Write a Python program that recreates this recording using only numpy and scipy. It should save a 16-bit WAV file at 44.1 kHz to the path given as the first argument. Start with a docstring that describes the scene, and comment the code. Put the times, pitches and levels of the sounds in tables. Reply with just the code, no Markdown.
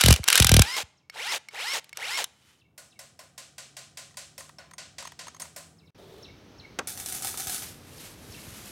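"""A cordless impact wrench, already running, hammers a bolt loose on an old engine and spins it out in short runs.
Its motor is a stack of tones with gear noise; its blows are noise bursts with ringing steel, beside low thumps.
Then the bolt clinks as it is turned out by hand, while someone hammers metal across the roofed yard.
A bird chirps in gliding whistles over a background of coloured noise and a far motor's hum.
After a brief dropout the starter motor knocks and scrapes its way out, in bursts of gritty noise."""
import sys
import numpy as np
from scipy import signal
from scipy.fft import rfft, irfft, next_fast_len
from scipy.io import wavfile
from scipy.ndimage import uniform_filter1d

SR = 44100
rng = np.random.default_rng(int(sys.argv[2]) if len(sys.argv) > 2 else 0)


def wav_out(sig):
    """Save sig, one row per channel (or a flat mono array), as 16-bit PCM at SR to the path in sys.argv[1]."""
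    wavfile.write(sys.argv[1], SR, np.round(np.clip(np.atleast_2d(sig).T, -1, 1) * 32767).astype(np.int16))


N = 384111
TIME = np.arange(N) / SR

# Pulls of the wrench's trigger; columns: pressed_s, released_s, relative level_db
TRIGGER_PULLS = [(-.165, 0.128, -3), (0.233, 0.766, 2.5), (1.098, 1.317, 2.5), (1.4862, 1.733, 2.5),
                 (1.929, 2.173, 2.6)]
# Colour of the gear noise, also used for other small steel parts; columns: pitch_hz, relative level_db
GEAR_COLOUR = [(300, -13.5), (490, -8), (620, -21.5), (850, -7.5), (1200, -2.5), (3200, -2.5), (9400, -9.5),
               (13100, -17), (16000, -25)]
# The moment when the sound drops out; columns: start_s, end_s
DROPOUT_SPAN = (5.905, 5.947)


def from_db(db):
    """Turn decibels into a plain gain."""
    return 10 ** (np.asarray(db) / 20)


def rms_one(x):
    """Scale a sound to an average strength (rms) of 1."""
    return x / np.sqrt(np.mean(x ** 2) + 1e-20)


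def at_hz(points, hz):
    """Read a spectrum on a log-frequency axis, as pitch is heard."""
    known_hz, values = np.transpose(points)
    return np.interp(np.log(np.maximum(hz, 1)), np.log(known_hz), values)


def fader(rows):
    """Gain that follows a level curve (start_s, level_db) and is silent before it."""
    s, db = np.transpose(rows)
    return from_db(np.interp(TIME, s, db)) * (TIME > s[0])


def tinted(x, spectrum):
    """Give a sound a colour that falls away steeply under its lowest point; rms 1."""
    hz = np.fft.rfftfreq(len(x), 1 / SR)
    bass_fall = np.minimum(hz / spectrum[0][0], 1) ** 2
    gain = from_db(at_hz(spectrum, hz)) * bass_fall
    return rms_one(irfft(rfft(x) * gain, len(x)))


def noise(spectrum, size=N):
    """Coloured noise of rms about 1."""
    return tinted(rng.standard_normal(next_fast_len(size)), spectrum)[:size]


def metal(spectrum, peaks_db, width_hz):
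    """Noise coloured by the many close resonances of a metal part; rms about 1."""
    size = next_fast_len(N)
    place = np.fft.rfftfreq(size, 1 / SR) / width_hz
    heights = np.clip(rng.standard_normal(SR), -2, 2)
    peaks = from_db(peaks_db * np.interp(place, np.arange(SR), heights))
    return tinted(irfft(rfft(rng.standard_normal(size)) * peaks, size), spectrum)[:N]


def grain(rough_db, per_s):
    """A gain that heads for a new random level per_s times a second; rms 1."""
    levels = np.clip(rng.standard_normal(N), -2, 2)
    return rms_one(from_db(rough_db * np.interp(TIME * per_s, np.arange(N), levels)))


def clicks(times, db):
    """One single-sample click for each event."""
    out = np.zeros(N)
    places = np.round(np.asarray(times) * SR).astype(int)
    out[np.clip(places, 0, N - 1)] = from_db(db)
    return out


def convolve(x, response):
    """Start a copy of the response at every moment of x."""
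    return signal.oaconvolve(x, response)[:N]


def split(x, hz):
    """The parts of a sound under and over a frequency."""
    filters = [signal.butter(2, hz, kind, fs=SR, output="sos") for kind in ("low", "high")]
    return [signal.sosfilt(sos, x) for sos in filters]


def bursts(times, db, t60, hold=0.00021):
    """Envelope of events that hold briefly, then fall 60 dB in t60 seconds; their powers add."""
    age = TIME[:SR]
    shape = from_db(-60 * np.maximum(age - hold, 0) / t60)
    power = convolve(clicks(times, db) ** 2, shape ** 2)
    return np.sqrt(np.abs(power))


def bounces(times, db, gap_s, t60, uneven_db=6.5, count=5):
    """Envelope of steel meeting steel: each event is a quick, uneven run of contacts that share its energy."""
    chance = rng.standard_normal((len(times), 2, count))
    gaps = gap_s * (1 + np.tanh(chance[:, 0]) / 2)
    s = np.asarray(times)[:, None] + np.cumsum(gaps, axis=1) - gaps[:, :1]
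    # the second contact tends to be the strongest
    sizes = from_db(uneven_db * (chance[:, 1] - np.abs(np.arange(count) - 1) / 2))
    shares_db = 10 * np.log10(sizes ** 2 / np.mean(sizes ** 2, axis=1, keepdims=True))
    return bursts(s.ravel(), (np.reshape(db, (-1, 1)) + shares_db).ravel(), t60)


def ring(times, db, modes, t60, spread_db=2):
    """Fading sine tones: every touch strikes each mode with a strength of its own."""
    age = TIME[:SR]
    out = 0
    for hz, level_db in modes:
        strikes = clicks(times, db + level_db + spread_db * rng.standard_normal(len(times)))
        out = out + convolve(strikes, np.sin(2 * np.pi * hz * age) * from_db(-60 * age / t60))
    return out


def clang(contact, modes, t60):
    """A rough contact sets modes (pitch_hz, level_db) ringing, in a new mixture every time."""
    age = TIME[:SR // 2]
    tones = sum(from_db(db) * np.sin(2 * np.pi * (hz * age + rng.random())) for hz, db in modes)
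    response = tones * from_db(-60 * age / t60)
    return convolve(contact * rng.standard_normal(N), response / np.linalg.norm(response))


def echo():
    """Diffuse echo of the roofed yard: noise in octaves, each dying at its own rate; energy 1."""
    # Reverberation under the roof; columns: pitch_hz, time to fall 60 dB [s]
    roof_fade = [(150, 0.07), (600, 0.72), (2500, 0.46), (6000, 0.5), (15000, 0.14)]
    age, out = TIME[:SR], 0
    edges = np.geomspace(150, 19000, 8)
    for low, high in zip(edges, edges[1:]):
        octave = signal.butter(2, [low, high], "band", fs=SR, output="sos")
        band = signal.sosfilt(octave, rng.standard_normal(SR))
        out = out + band * from_db(-60 * age / at_hz(roof_fade, np.sqrt(low * high)))
    return rms_one(out) / np.sqrt(SR)


def motor(whine_db=-32, gears_db=-37, brake_db=-30, flutter=0.008, brake_whine_db=5):
    """Each pull runs the motor up; the tight bolt holds it back; on release the brake makes the gears chatter."""
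    # Creep, steady climb and levelling off after a pull; columns: time_after_pull_s, motor_tone_hz
    run_up = [(.012, 0), (.04, 24.5), (.103, 430), (.193, 1001.5), (.218, 1072), (0.251, 1113.5)]
    # The bolt holds the motor back until it comes free; columns: time_s, highest_motor_tone_hz
    bolt_load = [(.64, 790.5), (.685, 965.3), (.755, 1070), (1.1, 1156)]
    # Tones of the whine; columns: multiple of the motor tone, relative level_db
    whine_tones = [(1, -3.5), (1.5, -16.5), (2, -5), (3, -10.5), (4, -8.5), (5, -3.5), (6, -15.5),
                   (9, -9.5)]
    # How the housing colours the whine; columns: pitch_hz, gain_db
    housing = [(250, -48), (480, -9), (620, -14.5), (850, -3.5), (1250, -18), (1750, -2.5), (2200, 3),
               (2900, -2), (4200, -7), (5400, -2), (8000, -22)]
    # Colour of the gear chatter under braking; columns: pitch_hz, relative level_db
    brake_colour = [(250, -21), (500, -10), (3300, -5), (5700, -10), (6700, -9), (7700, -11.5),
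                    (16000, -26)]
    # Extra gear noise while the bolt is tight; columns: time_s, gain_db
    strain_curve = [(.38, 13), (.44, -2)]
    brake_s = .067  # time to stop after release

    limit_hz = np.interp(TIME, *np.transpose(bolt_load))
    hz, gain, braking = np.zeros(N), np.zeros(N), np.zeros(N)
    for pressed, release, db in TRIGGER_PULLS:
        span = (TIME > pressed) & (TIME < release + brake_s)
        t = TIME[span]
        free_hz = np.interp(np.minimum(t, release) - pressed, *np.transpose(run_up))
        driven = np.minimum(free_hz, limit_hz[span])
        hz[span] = np.maximum(driven, 0) * np.clip(1 - (t - release) / brake_s, 0, 1) ** .62
        gain[span], braking[span] = from_db(db), t > release
    speed = hz / run_up[-1][1]

    # the speed flutters, most of all while the bolt is tight
    tightness = np.interp(limit_hz, [bolt_load[0][1], bolt_load[-1][1]], [4.5, 1])
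    unsteady = flutter * tightness * noise([(10, 4), (170, 0), (3000, -79.5)])
    phase = 2 * np.pi * np.cumsum(hz * (1 + unsteady)) / SR

    # the brake current swells the lowest tones and drowns the high ones
    whine = 0
    for k, db in whine_tones:
        tone_db = db + at_hz(housing, k * hz) + brake_whine_db * braking * (1 - np.log2(k))
        whine = whine + from_db(tone_db) * np.sin(k * phase) * grain(rough_db=2.4, per_s=200)

    # tooth noise pulses with the shaft, and brightens with speed
    teeth = metal(GEAR_COLOUR, peaks_db=2.5, width_hz=130) * grain(rough_db=3.5, per_s=1800)
    low, high = split(teeth * (1 + 0.34 * np.sin(phase / 2)), hz=3060)
    strain = from_db(np.interp(TIME, *np.transpose(strain_curve)))
    gears = (low * speed ** .5 - high * speed ** 0.77) * strain * (1 - braking)
    chatter = noise(brake_colour) * grain(rough_db=3.5, per_s=1500) * braking * speed ** 0.77
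    whine_part = from_db(whine_db) * whine * speed ** (1 / 4)
    return gain * (whine_part + from_db(gears_db) * gears + from_db(brake_db) * chatter)


def thumps(thump_clicks, start_hz=780, end_hz=68, glide_s=0.0041, peak_s=0.013, steep=4.4, lead=0.54):
    """A low thump whose highs arrive first, so that it sweeps down within two or three cycles."""
    age = TIME[:SR // 6]
    glide = np.exp(-age / glide_s)
    phase = 2 * np.pi * (end_hz * age + (start_hz - end_hz) * glide_s * (1 - glide))
    swell = np.exp(-steep / 2 * np.log((age + 1 / SR) / peak_s) ** 2) + lead * glide
    return convolve(thump_clicks, np.sin(phase) * swell)


def impacts(socket_db=-7, socket_t60=0.032):
    """The hammer cracks on the anvil and the socket rings; socket and gears click as their play is taken up."""
    # The hammer beats on the anvil while the bolt is tight; columns: start_s, low_thump_db
    anvil_blows = [(.009, -49), (0.037, -12.5), (0.06, -11), (0.083, -6), (0.1048, -6), (0.1264, -19.5),
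                   (0.3275, -48.5), (0.3549, -49), (0.377, -46), (0.3992, -9), (0.422, -21.5),
                   (0.4448, -17), (0.468, -31), (.491, -18.5), (0.5158, -6.5), (0.5406, -8.5), (0.566, -7),
                   (0.592, -5.5), (0.6175, -28)]
    # The loose socket rattles on the bolt; columns: start_s, level_db
    socket_rattles = [(0.139, -23), (0.161, -28), (0.24, -30.5), (0.278, -19.5), (0.2842, -12),
                      (0.301, -16.5), (1.378, -49), (1.843, -50.5), (1.893, -50.5), (1.972, -33),
                      (2.242, -26)]
    # Colour of the anvil's steel; columns: pitch_hz, relative level_db
    anvil_colour = [(500, -16.5), (1060, -6), (1600, -2.5), (3300, 0), (7000, -3), (10700, -2.5),
                    (16000, -17)]
    # Pitches that each blow rings in the socket; one column: pitch_hz
    socket_pitches = [1590, 2394, 2720, 3030, 2960, 3450, 3780, 4800, 5570, 5940, 6100]
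    # Ringing tones of the motor's twitch; columns: pitch_hz, relative level_db
    twitch_tones = [(2200, 10), (4420, -2), (5400, -2)]
    # Separate low thumps; columns: start_s, level_db
    low_thumps = [(0.192, -26.5), (0.827, -43), (7.464, -38.5), (8.288, -40), (8.469, -38.5)]
    blow_db, twitch_db = -12.3, -41.5

    s, low_db = np.transpose(anvil_blows)
    blow_contact = bounces(s, blow_db, gap_s=0.0012, t60=0.0094)
    rattle_contact = bounces(*np.transpose(socket_rattles), gap_s=0.00046, t60=.012)
    contact = np.hypot(blow_contact, rattle_contact)
    steel = metal(anvil_colour, peaks_db=-0.5, width_hz=170) * contact
    socket = from_db(socket_db) * clang(contact, [(hz, 0) for hz in socket_pitches], socket_t60)

    # each pull first twitches the motor, which takes up the play in the gears; then it starts
    pulls = [pressed for pressed, _, _ in TRIGGER_PULLS if pressed > 0]
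    twitches = ring(pulls, twitch_db, twitch_tones, t60=0.031)
    twitches = twitches + noise(GEAR_COLOUR) * bursts(pulls, twitch_db, t60=.008, hold=0.0025)

    # successive low thumps alternate in sign
    thump_clicks = clicks(s[::2], low_db[::2]) - clicks(s[1::2], low_db[1::2])
    bright = split(steel + socket + twitches, hz=380)[1]
    return bright + thumps(thump_clicks + clicks(*np.transpose(low_thumps)))


def yard(early_db=0, late_db=3):
    """Open air as coloured noise and the wavering hum of a far motor; after the dropout, a louder wash of traffic."""
    # Background level before and after the dropout; columns: time_s, level_db before early_db or late_db
    early_level, late_level = [(1, -71.5), (3.6, -64.5), (5.8, -59)], [(5.97, -57), (7.0, -53.5), (8.71, -52)]
    # Background colour before and after the dropout; columns: pitch_hz, relative level_db
    early_colour, late_colour = [(50, -17), (75, 3.5), (160, 1), (450, -10), (1390, -23.5), (3580, -36.5),
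                                 (14000, -38)], [(45, -2), (90, 6.5), (330, -0.5), (866, -10.5),
                                                    (6200, -20), (7200, -33), (15000, -36)]
    # The far motor, which speeds up a little; columns: time_s, pitch_hz, level_db relative to the air
    far_motor = [(3.199, 140.3, -6.5), (3.7, 136.4, 1), (5.1, 160.1, -3), (5.899, 163.4, 1)]
    s, hz, db = np.transpose(far_motor)
    waver = .5 * noise([(1, 2.0), (8, -9.0), (40, -77.5)])
    hum = np.sin(2 * np.pi * np.cumsum(np.interp(TIME, s, hz)) / SR + waver)
    air_and_hum = noise(early_colour) + from_db(np.interp(TIME, s, db)) * hum
    early = air_and_hum * from_db(early_db + np.interp(TIME, *np.transpose(early_level)))
    late = noise(late_colour) * from_db(late_db + np.interp(TIME, *np.transpose(late_level)))
    return np.where(TIME < DROPOUT_SPAN[0], early, late)


def bird(warble=0.03, warble_hz=75):
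    """A thin, uneven whistle: a warbling sine that plunges and ends on a soft low note."""
    # When the bird calls; columns: start_s, level_db
    calls = [(0.971, -64.5), (2.583, -61), (2.895, -58.5), (5.773, -57.5), (5.85, -63), (6.222, -45.5),
             (6.577, -47), (7.968, -48), (8.311, -43.5)]
    # The course of one call; columns: time_after_start_s, pitch_hz, relative level_db
    call_shape = [(0, 6700, -9), (.025, 4100, -2), (.036, 2800, -3), (.055, 2300, -16), (.078, 2200, -7),
                  (.1, 2150, -26)]
    s, hz, db = np.transpose(call_shape)
    age = TIME[TIME < s[-1]]
    pitch_hz = np.interp(age, s, hz) * (1 + warble * np.sin(2 * np.pi * warble_hz * age))
    call = np.sin(2 * np.pi * np.cumsum(pitch_hz) / SR) * from_db(np.interp(age, s, db))
    return convolve(clicks(*np.transpose(calls)), call) * grain(rough_db=5.5, per_s=180)


def slide(ring_db=-9):
    """The socket slides off the bolt: rough rubbing noise and a faint ring that it excites."""
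    # Strength of the rubbing; columns: time_s, level_db
    rub_level = [(2.26, -75), (2.51, -60.5), (2.6, -71), (2.7, -110)]
    # Ringing of the rubbed socket; columns: pitch_hz, relative level_db
    rub_tones = [(3010, -3.5)]
    rub = fader(rub_level) * grain(rough_db=2.5, per_s=990)
    return rub * noise(GEAR_COLOUR) + from_db(ring_db) * clang(rub, rub_tones, t60=.04)


def hammering(crack_db=4, tail_db=-4.5, fresh_db=-6, body_db=1.0, ring_db=-3, top_hz=9500):
    """Far blows, nearly alike: a short crack with a ping, the yard's grainy echo, and the briefly ringing workpiece."""
    # About five blows a second; columns: start_s, strength_db, extra top treble [dB]
    far_blows = [(2.778, -54, 13), (2.991, -48.5, 6), (3.191, -55.5, 10), (3.378, -42.5, -1),
                 (3.581, -41, -5), (3.767, -41.5, -3), (3.972, -40.5, -1), (4.17, -39.5, 0),
                 (4.379, -47.5, 9.5), (4.585, -56.5, -1.5), (4.781, -39.5, -24), (4.983, -38, -16),
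                 (5.191, -40, -15), (5.398, -48, 12), (5.562, -50, 14.5)]
    # Ringing tones of the workpiece; columns: pitch_hz, relative level_db
    workpiece_tones = [(553, 2.5), (1040, 4), (1460, 1), (4290, -1.5), (5400, -0.5)]
    # Colour of the blows; columns: pitch_hz, relative level_db
    blow_colour = [(420, -13), (560, 2), (760, 6), (900, -18), (1200, 2), (5500, 2), (8000, 1),
                   (10500, -4.5), (15000, -16)]
    s, high_db, top_db = np.transpose(far_blows)
    # the dull body is alike for hard and soft blows, and grows 1.8 dB louder per second
    low_db = -47 + 1.8 * (s - s.mean())
    ping_db = 8  # the workpiece's highest mode, over the body

    steel = metal(blow_colour, peaks_db=6, width_hz=78)
    tail = tinted(np.pad(echo(), (SR // 2, N)), blow_colour)[SR // 2:][:N]
    tail = from_db(tail_db) * tail / np.std(tail[:SR // 20]) * grain(rough_db=0.5, per_s=320)
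    blow = (tail + steel * bursts([0.001], crack_db, t60=0.036))[:SR]

    def blows(db):
        """The blows over the whole band: one repeated blow plus noise that differs each time."""
        return convolve(clicks(s, db), blow) + steel * bursts(s, db + fresh_db, t60=0.32)

    low = split(blows(low_db + body_db), hz=2300)[0]
    high = split(blows(high_db), hz=3020)[1]
    middle = split(high, top_hz)[0]
    top = split(blows(high_db + top_db), top_hz)[1]
    workpiece = clang(bursts(s, low_db + ring_db, t60=0.3), workpiece_tones, t60=.06)
    ping = ring(s, low_db + ping_db, workpiece_tones[-1:], t60=0.031)
    return low - middle + top + workpiece + ping


def bolt(knock_db=0, ring_db=-6, grit_db=-4):
    """The loose bolt grazes its hole: the casting knocks dully, the bolt rings high, the thread ticks."""
    # The bolt touches the wall of its hole; columns: start_s, knock_db, ring level before ring_db [dB]
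    wall_touches = [(4.109, -61, -51), (4.141, -59, -62), (4.405, -46, -38), (4.493, -47.5, -67),
                    (4.711, -47.5, -49), (4.735, -50.5, -41), (5.023, -41.5, -54), (5.051, -41.5, -45),
                    (5.072, -40, -35), (5.119, -44.5, -57), (5.269, -44, -41), (5.281, -41.5, -35),
                    (5.346, -51, -42), (5.365, -52, -45), (5.419, -44.5, -21), (5.451, -46, -53)]
    # The bolt's high ring; columns: pitch_hz, relative level_db
    bolt_tones = [(6430, 3.5), (6800, -12), (8730, -2)]
    # The casting's dull knock; columns: pitch_hz, relative level_db
    hole_tones = [(990, 2), (1300, -2.5), (1900, -1.5)]
    s, low_db, high_db = np.transpose(wall_touches)
    knocks = bounces(s, low_db + knock_db, gap_s=0.0012, t60=0.015)
    ring_contact = bounces(s, high_db + ring_db, gap_s=0.00056, t60=0.0099)
    rings = clang(ring_contact, bolt_tones, t60=0.037)
    ticks = from_db(grit_db) * knocks * noise(GEAR_COLOUR)
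    return clang(knocks, hole_tones, t60=0.014) + rings + ticks


def repeats(rows, gap_s):
    """Spread each row (start_s, length_s, level_db) into evenly spaced touches: their times and levels."""
    touches = []
    for s, length, db in rows:
        for k in range(1 + max(round(length / gap_s), 0)):
            touches.append((s + k * gap_s, db))
    return np.transpose(touches)


def starter(knock_db=0, scrape_db=-4, tail_db=-9, rustle_db=-1):
    """The starter drags in its seat, bumps the housing and scrapes out over grit; gloves and clothes rub."""
    # Bumps on the engine's housing; columns: start_s, level_db
    housing_bumps = [(6.7879, -31.5), (6.789, -22.5), (7.342, -43)]
    # Tugs that scrape the starter out over grit; columns: start_s, length_s, level before scrape_db [dB]
    scrape_tugs = [(6.8727, 0, -24), (6.9747, .025, -30), (7.0608, .025, -27.5), (7.1232, .025, -27),
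                   (7.222, .05, -24.5), (7.3736, .025, -25), (7.4707, .075, -24.5)]
    # Colours of bumps, grit, clothes and seat; columns: pitch_hz, relative level_db
    bump_colour, grit_colour = [(150, -11), (277, 5), (700, 4), (1400, 3), (2300, -5), (4300, -11.5),
                                (6020, -5), (16000, -30)], [(400, 5), (520, -18), (760, 11), (980, -3), (1500, 7),
                                                      (2000, 4), (2900, 4), (3500, 7), (9600, 12.5),
                                                      (14100, 6.5), (16000, -4)]
    cloth_colour, seat_colour = [(600, -10), (2260, -6), (12500, -7.5), (16000, -24)], [(250, -23), (380, 6), (700, -8.5), (2400, -26.5),
                                                (3500, -13.5), (5000, -25), (14000, -31.5)]
    # Rubbing of gloves and clothes; columns: time_s, level before rustle_db [dB]
    rustle_level = [(7.62, -37.5), (7.8, -60), (7.93, -52.5), (8.06, -43.5), (8.17, -57), (8.32, -48.5),
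                    (8.71, -45)]
    # Dragging in the seat; columns: time_s, level_db
    drag_level = [(5.98, -53), (6.22, -50), (6.3, -66.5)]

    s, db = np.transpose(housing_bumps)
    low, high = split(noise(bump_colour), hz=1780)
    low_knocks = low * bursts(s, db + knock_db, t60=0.078)
    high_knocks = high * bursts(s, db + knock_db, t60=0.021, hold=0.003)

    # a tug sticks and slips at an even spacing
    s, db = repeats(scrape_tugs, gap_s=.025)
    slips = bursts(s, db + scrape_db, t60=0.013, hold=0.001) * grain(rough_db=5, per_s=1500)
    tails = bursts(s, db + tail_db, t60=0.45) * grain(rough_db=1.5, per_s=700)
    scrapes = metal(grit_colour, peaks_db=3, width_hz=42) * np.hypot(slips, tails)

    rustle = from_db(rustle_db) * noise(cloth_colour) * fader(rustle_level) * grain(rough_db=1.5, per_s=170)
    drag = noise(seat_colour) * fader(drag_level) * grain(rough_db=1.5, per_s=110)
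    return low_knocks - high_knocks + scrapes + rustle + drag


def scene(near_echo_db=-25, blow_echo_db=-26, bird_echo_db=-5):
    """Near things are almost dry; the bird is heard through the yard. The motor carries no deep bass."""
    wrench = split(motor(), hz=280)[1] + slide()
    near, blows, chirps = wrench + bolt() + starter(), impacts(), bird()
    sent = from_db(near_echo_db) * near + from_db(blow_echo_db) * blows + from_db(bird_echo_db) * chirps
    wet = convolve(sent, echo())
    return (near + blows + chirps + wet + hammering() + yard())[None]


def record(dry):
    """The deepest bass is cut, the sound drops out briefly, the loudest peaks are rounded, the top is cut."""
    outside = (TIME < DROPOUT_SPAN[0]) | (TIME > DROPOUT_SPAN[1])
    heard = uniform_filter1d(1. * outside, size=128)  # soft edges
    x = split(dry, hz=32)[1] * np.maximum(heard, from_db(-38))
    rounded = x / (1 + (x / .82) ** 4) ** (1 / 4)
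    top_cut = signal.ellip(10, .2, 90, 15900, fs=SR, output="sos")
    return signal.sosfilt(top_cut, rounded)


dry = scene()
out = record(dry)
wav_out(out)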